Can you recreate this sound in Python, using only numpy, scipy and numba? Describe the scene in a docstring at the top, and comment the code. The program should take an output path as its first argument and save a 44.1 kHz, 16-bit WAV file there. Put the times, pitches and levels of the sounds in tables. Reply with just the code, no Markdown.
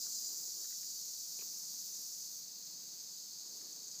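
"""Cicadas in a forest: each clicks its tymbals into a ringing abdomen, and the trees smear the clicks.
A far chorus carries on while a brighter group nearer the microphone stops; one cicada winds down,
another starts to throb. A thin insect hiss lies on top and a low forest murmur beneath.
Right at the microphone, faint bumps and rubs of the hand-held camera. Mono."""
import sys
import numpy as np
from scipy import signal
from scipy.fft import rfft, irfft
from scipy.io import wavfile
from scipy.ndimage import uniform_filter1d
from numba import njit

SR = 44100
rng = np.random.default_rng(int(sys.argv[2]) if len(sys.argv) > 2 else 0)


def waveform_to_disk(signal):
    """Save audio, clipped to [-1, 1], as 16-bit WAV at the path in sys.argv[1]."""
    frames = np.transpose(np.atleast_2d(signal))
    scaled = np.clip(frames, -1, 1) * 32767
    samples = np.round(scaled).astype(np.int16)
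    wavfile.write(sys.argv[1], SR, samples)


N = 176400

# far chorus, tone at the microphone: f/Hz, relative level/dB
FAR_TONE = [(2400, -45.5), (3000, -29), (3400, -22), (3800, -13), (4200, -5.5), (4550, -1.5), (5200, -3),
            (5750, -6), (6200, -0.5), (6900, -3), (7300, -7.5), (7900, -11), (8800, -20), (10000, -23),
            (11500, -17.5), (12900, -13.5), (13700, -21.5), (15500, -17)]
# far chorus, almost steady: t/s, level/dB
FAR_LOUDNESS = [(0, -50), (1, -49), (2, -50.5), (2.5, -50.5), (3.3, -49.5), (4, -50)]
# nearer group, tone at the microphone: f/Hz, relative level/dB
NEAR_TONE = [(3000, -35), (4100, -17.5), (4850, -5.5), (5200, -4), (5500, -2.5), (6050, -0.5), (6900, 0),
             (7500, -9), (8300, -14.5), (10000, -19), (12500, -13.5), (13700, -13), (15500, -19)]
# nearer group, stopping midway: t/s, level/dB
NEAR_LOUDNESS = [(0, -45), (.45, -45.5), (.9, -47), (1.4, -47), (2.0, -47), (2.2, -49), (2.38, -50.5),
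                 (2.5, -65), (4, -80)]
# hiss of high insects: f/Hz, relative level/dB
HISS_TONE = [(12500, -42), (13800, -17.5), (14300, -5.5), (14700, -3), (15150, 0.5), (15600, -5)]
# that hiss, easing at the end: t/s, level/dB
HISS_LOUDNESS = [(0, -59), (1, -59), (2, -59), (3, -59), (3.7, -58), (4, -63.5)]
# shrill insect that sinks and fades: t/s, ring f/Hz, level/dB
SHRILL_SONG = [(0, 15000, -55), (.65, 14900, -55.5), (1.0, 14850, -58.5), (1.8, 14700, -58.5),
               (2.4, 14700, -60.5), (4, 14500, -73)]
# cicada that winds down: t/s, click rate/Hz, ring f/Hz, level/dB, throb depth (0-1)
SLOWING_SONG = [(0, 173, 7090, -47, 0.33), (.29, 174, 7020, -48, 0.33), (.5, 165, 6910, -52.5, 0.14),
                (.8, 163, 6780, -52.5, .1), (1.4, 150, 6712, -58, 0), (2.3, 138, 6630, -59, 0),
                (2.55, 150, 6650, -68, .1)]
# its abdomen modes: multiple of the ring pitch, width/Hz, relative level/dB
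SLOWING_ABDOMEN = [(.587, 202, -15), (.693, 300, -4), (.775, 251, -10.5), (.885, 400, -6.5), (1, 1195, 0.5)]
# cicada that swells and throbs: t/s, click rate/Hz, ring f/Hz, level/dB, throb depth (0-1)
THROBBING_SONG = [(0, 280, 6400, -67, .5), (2.0, 280, 6350, -59, .6), (2.6, 272, 6400, -55, 0.6),
                  (2.95, 268, 6450, -54, 0.14), (3.35, 290, 6450, -56, 0.3), (3.7, 350, 6460, -56, .65),
                  (4, 340, 6560, -53, 0.74)]
# its abdomen modes: multiple of the ring pitch, width/Hz, relative level/dB
THROBBING_ABDOMEN = [(.72, 900, -9.5), (1, 1016, 1)]
# low murmur of the forest: f/Hz, relative level/dB
MURMUR_TONE = [(25, -27), (43, -27), (70, -20.5), (100, -13), (133, -3), (171, 0), (280, -3.5), (370, -6.5),
               (780, -11.5), (2100, -16.5), (2700, -13.5), (3400, -26.5), (6000, -61)]
# bumps on the camera: t/s, peak level/dB, ring f/Hz, width/Hz, decay/s
CAMERA_BUMPS = [(.064, -57, 800, 1200, .009), (.643, -57, 1400, 900, 0.016), (.705, -60, 1750, 900, .006),
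                (.723, -58, 1900, 1200, .009), (.829, -56, 1980, 2600, 0.015),
                (1.388, -55, 2700, 1200, 0.0098), (1.390, -53.5, 390, 220, 0.0041),
                (1.409, -52, 2500, 1000, .004), (1.419, -52.5, 1000, 1100, .004),
                (1.421, -61, 2570, 500, 0.01), (1.422, -59.5, 386, 199, 0.023),
                (1.633, -60.5, 750, 1000, 0.0071), (1.735, -62.5, 600, 1000, .008),
                (3.612, -58, 1400, 1800, 0.0037)]
# hand rubbing on the camera: middle t/s, half length/s, level/dB
HAND_RUBS = [(0.059, 0.038, -71.5), (.38, .17, -71), (.62, 0.056, -73), (1.989, .07, -75),
             (3.48, 0.11, -72.5), (3.737, 0.15, -72.5)]
# resonances of the rubbed camera body: f/Hz, width/Hz, relative level/dB
CAMERA_BODY = [(380, 187, 1), (653, 380, -4), (1077, 300, -7), (1550, 990, -9.5)]

SCATTER_T60_S, MURMUR_DB, BUMP_ATTACK_S, TOP_HZ = .3, -71.5, .001, 15280


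def undb(db):
    """Decibels to gain."""
    return 10 ** (np.asarray(db) / 20)


def unit(x):
    """Scale to rms 1."""
    return x / np.sqrt(np.mean(x ** 2))


def curves(table):
    """Each column of a time table, joined by straight lines."""
    times, *columns = np.array(table, float).T
    return [np.interp(np.arange(N) / SR, times, column) for column in columns]


def drift(rate_hz):
    """Smooth random drift with a spread near 1."""
    hold = int(SR / rate_hz)
    steps = np.repeat(rng.standard_normal(N // hold + 1), hold)
    return 1.2 * uniform_filter1d(steps, hold)[:N]


def colour(x, spectrum):
    """Causal filter through points of f/Hz, level/dB; the result has rms 1."""
    hz, db = np.array(spectrum, float).T
    f = np.maximum(np.arange(N // 2 + 1) * SR / N, 1)
    low_cut = np.minimum(f / hz[0], 1) ** 2
    gain = undb(np.interp(np.log(f), np.log(hz), db)) * low_cut
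    cepstrum = irfft(np.log(gain), N)
    cepstrum[1:N // 2] *= 2  # fold to minimum phase
    cepstrum[N // 2 + 1:] = 0
    return unit(irfft(rfft(x) * np.exp(rfft(cepstrum)), N))


@njit
def bandpass(x, hz, width_hz):
    """State-variable resonance with a moving centre."""
    out, band_state, low_state = np.empty(len(x)), 0., 0.
    for i in range(len(x)):
        tuning, damping = np.tan(np.pi * hz[i] / SR), width_hz / hz[i]
        band = (band_state + tuning * (x[i] - low_state)) / (1 + tuning * (tuning + damping))
        band_state = 2 * band - band_state
        low_state += 2 * tuning * band
        out[i] = damping * band
    return out


def ring(x, hz, width_hz):
    """A resonance applied twice for steep sides; the result has rms 1."""
    hz = hz * np.ones(N)
    return unit(bandpass(bandpass(x, hz, float(width_hz)), hz, float(width_hz)))


def tymbal(rate_hz, jitter, scatter_db):
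    """Clicks of buckling ribs, each a little off in time (jitter, in periods) and size."""
    cycles = np.cumsum(rate_hz) / SR
    count = int(cycles[-1])
    timing, size = rng.standard_normal((N // 20, 2))[:count].T
    at = np.interp(np.arange(count) + .5 + jitter * timing, cycles, np.arange(N))[:, None]
    taps = at.astype(int) + np.arange(-7, 9)  # a short sinc sets each click between samples
    clicks = np.zeros(N)
    np.add.at(clicks, taps % N, undb(scatter_db * size[:, None]) * np.sinc(taps - at))
    return unit(clicks)


def trees(x, wet_db):
    """The direct path to the microphone plus a dense tail scattered by trunks and leaves."""
    tail = rng.standard_normal(N) * np.exp(-np.log(1000) * np.arange(N) / SR / SCATTER_T60_S)
    tail /= np.sqrt(np.sum(tail ** 2))
    return unit(x + undb(wet_db) * irfft(rfft(x) * rfft(tail), N))


def swarm(spectrum, level, click_hz, jitter, flutter_db, wet_db, count):
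    """Insects clicking at rates spread around click_hz, each by its own path through the trees."""
    out = 0
    for k in range(count):
        rate_hz = click_hz * 2 ** (k / count - .5) * (1 + .008 * drift(3))
        clicks = trees(tymbal(rate_hz, jitter, scatter_db=1.5), wet_db)
        out += clicks * undb(flutter_db * drift(40))
    return colour(out, spectrum) * undb(curves(level)[0])


def shrill_insect(click_hz, width_hz, jitter, wet_db):
    """A tiny insect whose clicks ring one very high, sinking resonance."""
    ring_hz, db = curves(SHRILL_SONG)
    clicks = tymbal(click_hz * (1 + .004 * drift(5)), jitter, scatter_db=3)
    return ring(trees(clicks, wet_db), ring_hz, width_hz) * undb(db)


def cicada(song, modes, throb_hz, crest_s, jitter, wet_db):
    """One cicada clear of the chorus: clicks ring the abdomen, whose pumping makes the buzz throb."""
    click_hz, ring_hz, db, depth = curves(song)
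    throb = 1 + depth * np.cos(2 * np.pi * throb_hz * (np.arange(N) / SR - crest_s))
    clicks = tymbal(click_hz * (1 + .003 * drift(12)), jitter, scatter_db=3)
    smeared = trees(clicks, wet_db)
    buzz = sum(undb(mode_db) * ring(smeared, ratio * ring_hz, width) for ratio, width, mode_db in modes)
    return unit(buzz) * unit(throb) * undb(db)


def forest_murmur():
    """The low background of the place: noise that wavers slightly in level."""
    return colour(rng.standard_normal(N), MURMUR_TONE) * undb(MURMUR_DB + .9 * drift(6.14))


def camera_bumps():
    """Knocks right at the microphone: each brief contact rings the camera body."""
    t, out = np.arange(N) / SR, 0
    for start, db, hz, width, decay in CAMERA_BUMPS:
        age = np.maximum(t - start, 0)
        contact = np.minimum(age / BUMP_ATTACK_S, 1) * np.exp(-age / decay) + 1e-18
        knock = ring(contact * rng.standard_normal(N), hz, width)
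        out += undb(db) * knock / np.abs(knock).max()
    return out


def hand_rubs():
    """The hand rubs the camera: soft, uneven swells of noise through the body's resonances."""
    t = np.arange(N) / SR
    grip = sum(undb(db) * np.exp(-((t - middle) / half) ** 2) for middle, half, db in HAND_RUBS)
    body = sum(undb(db) * ring(rng.standard_normal(N), hz, width) for hz, width, db in CAMERA_BODY)
    return grip * undb(2 * drift(50)) * unit(body)


def scene():
    """Insects, forest and handling at one microphone, alike in both channels."""
    far = swarm(FAR_TONE, FAR_LOUDNESS, click_hz=240.2, jitter=.012, flutter_db=.8, wet_db=6, count=6)
    near = swarm(NEAR_TONE, NEAR_LOUDNESS, click_hz=209.6, jitter=.0052, flutter_db=.8, wet_db=6, count=5)
    hiss = swarm(HISS_TONE, HISS_LOUDNESS, click_hz=400, jitter=.011, flutter_db=0, wet_db=5, count=2)
    shrill = shrill_insect(click_hz=201, width_hz=2300, jitter=.002, wet_db=2)
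    slowing = cicada(SLOWING_SONG, SLOWING_ABDOMEN, throb_hz=8.2, crest_s=.035, jitter=.003, wet_db=3.5)
    throbbing = cicada(THROBBING_SONG, THROBBING_ABDOMEN,
                       throb_hz=26.35, crest_s=3.804, jitter=.03, wet_db=-2.5)
    insects = far + near + hiss + shrill + slowing + throbbing
    mono = insects + forest_murmur() + camera_bumps() + hand_rubs()
    return np.array([mono, mono])


def record(dry):
    """The recorder cuts the top steeply."""
    return signal.sosfilt(signal.ellip(12, .2, 70, TOP_HZ, fs=SR, output="sos"), dry)


dry = scene()
out = record(dry)
waveform_to_disk(out)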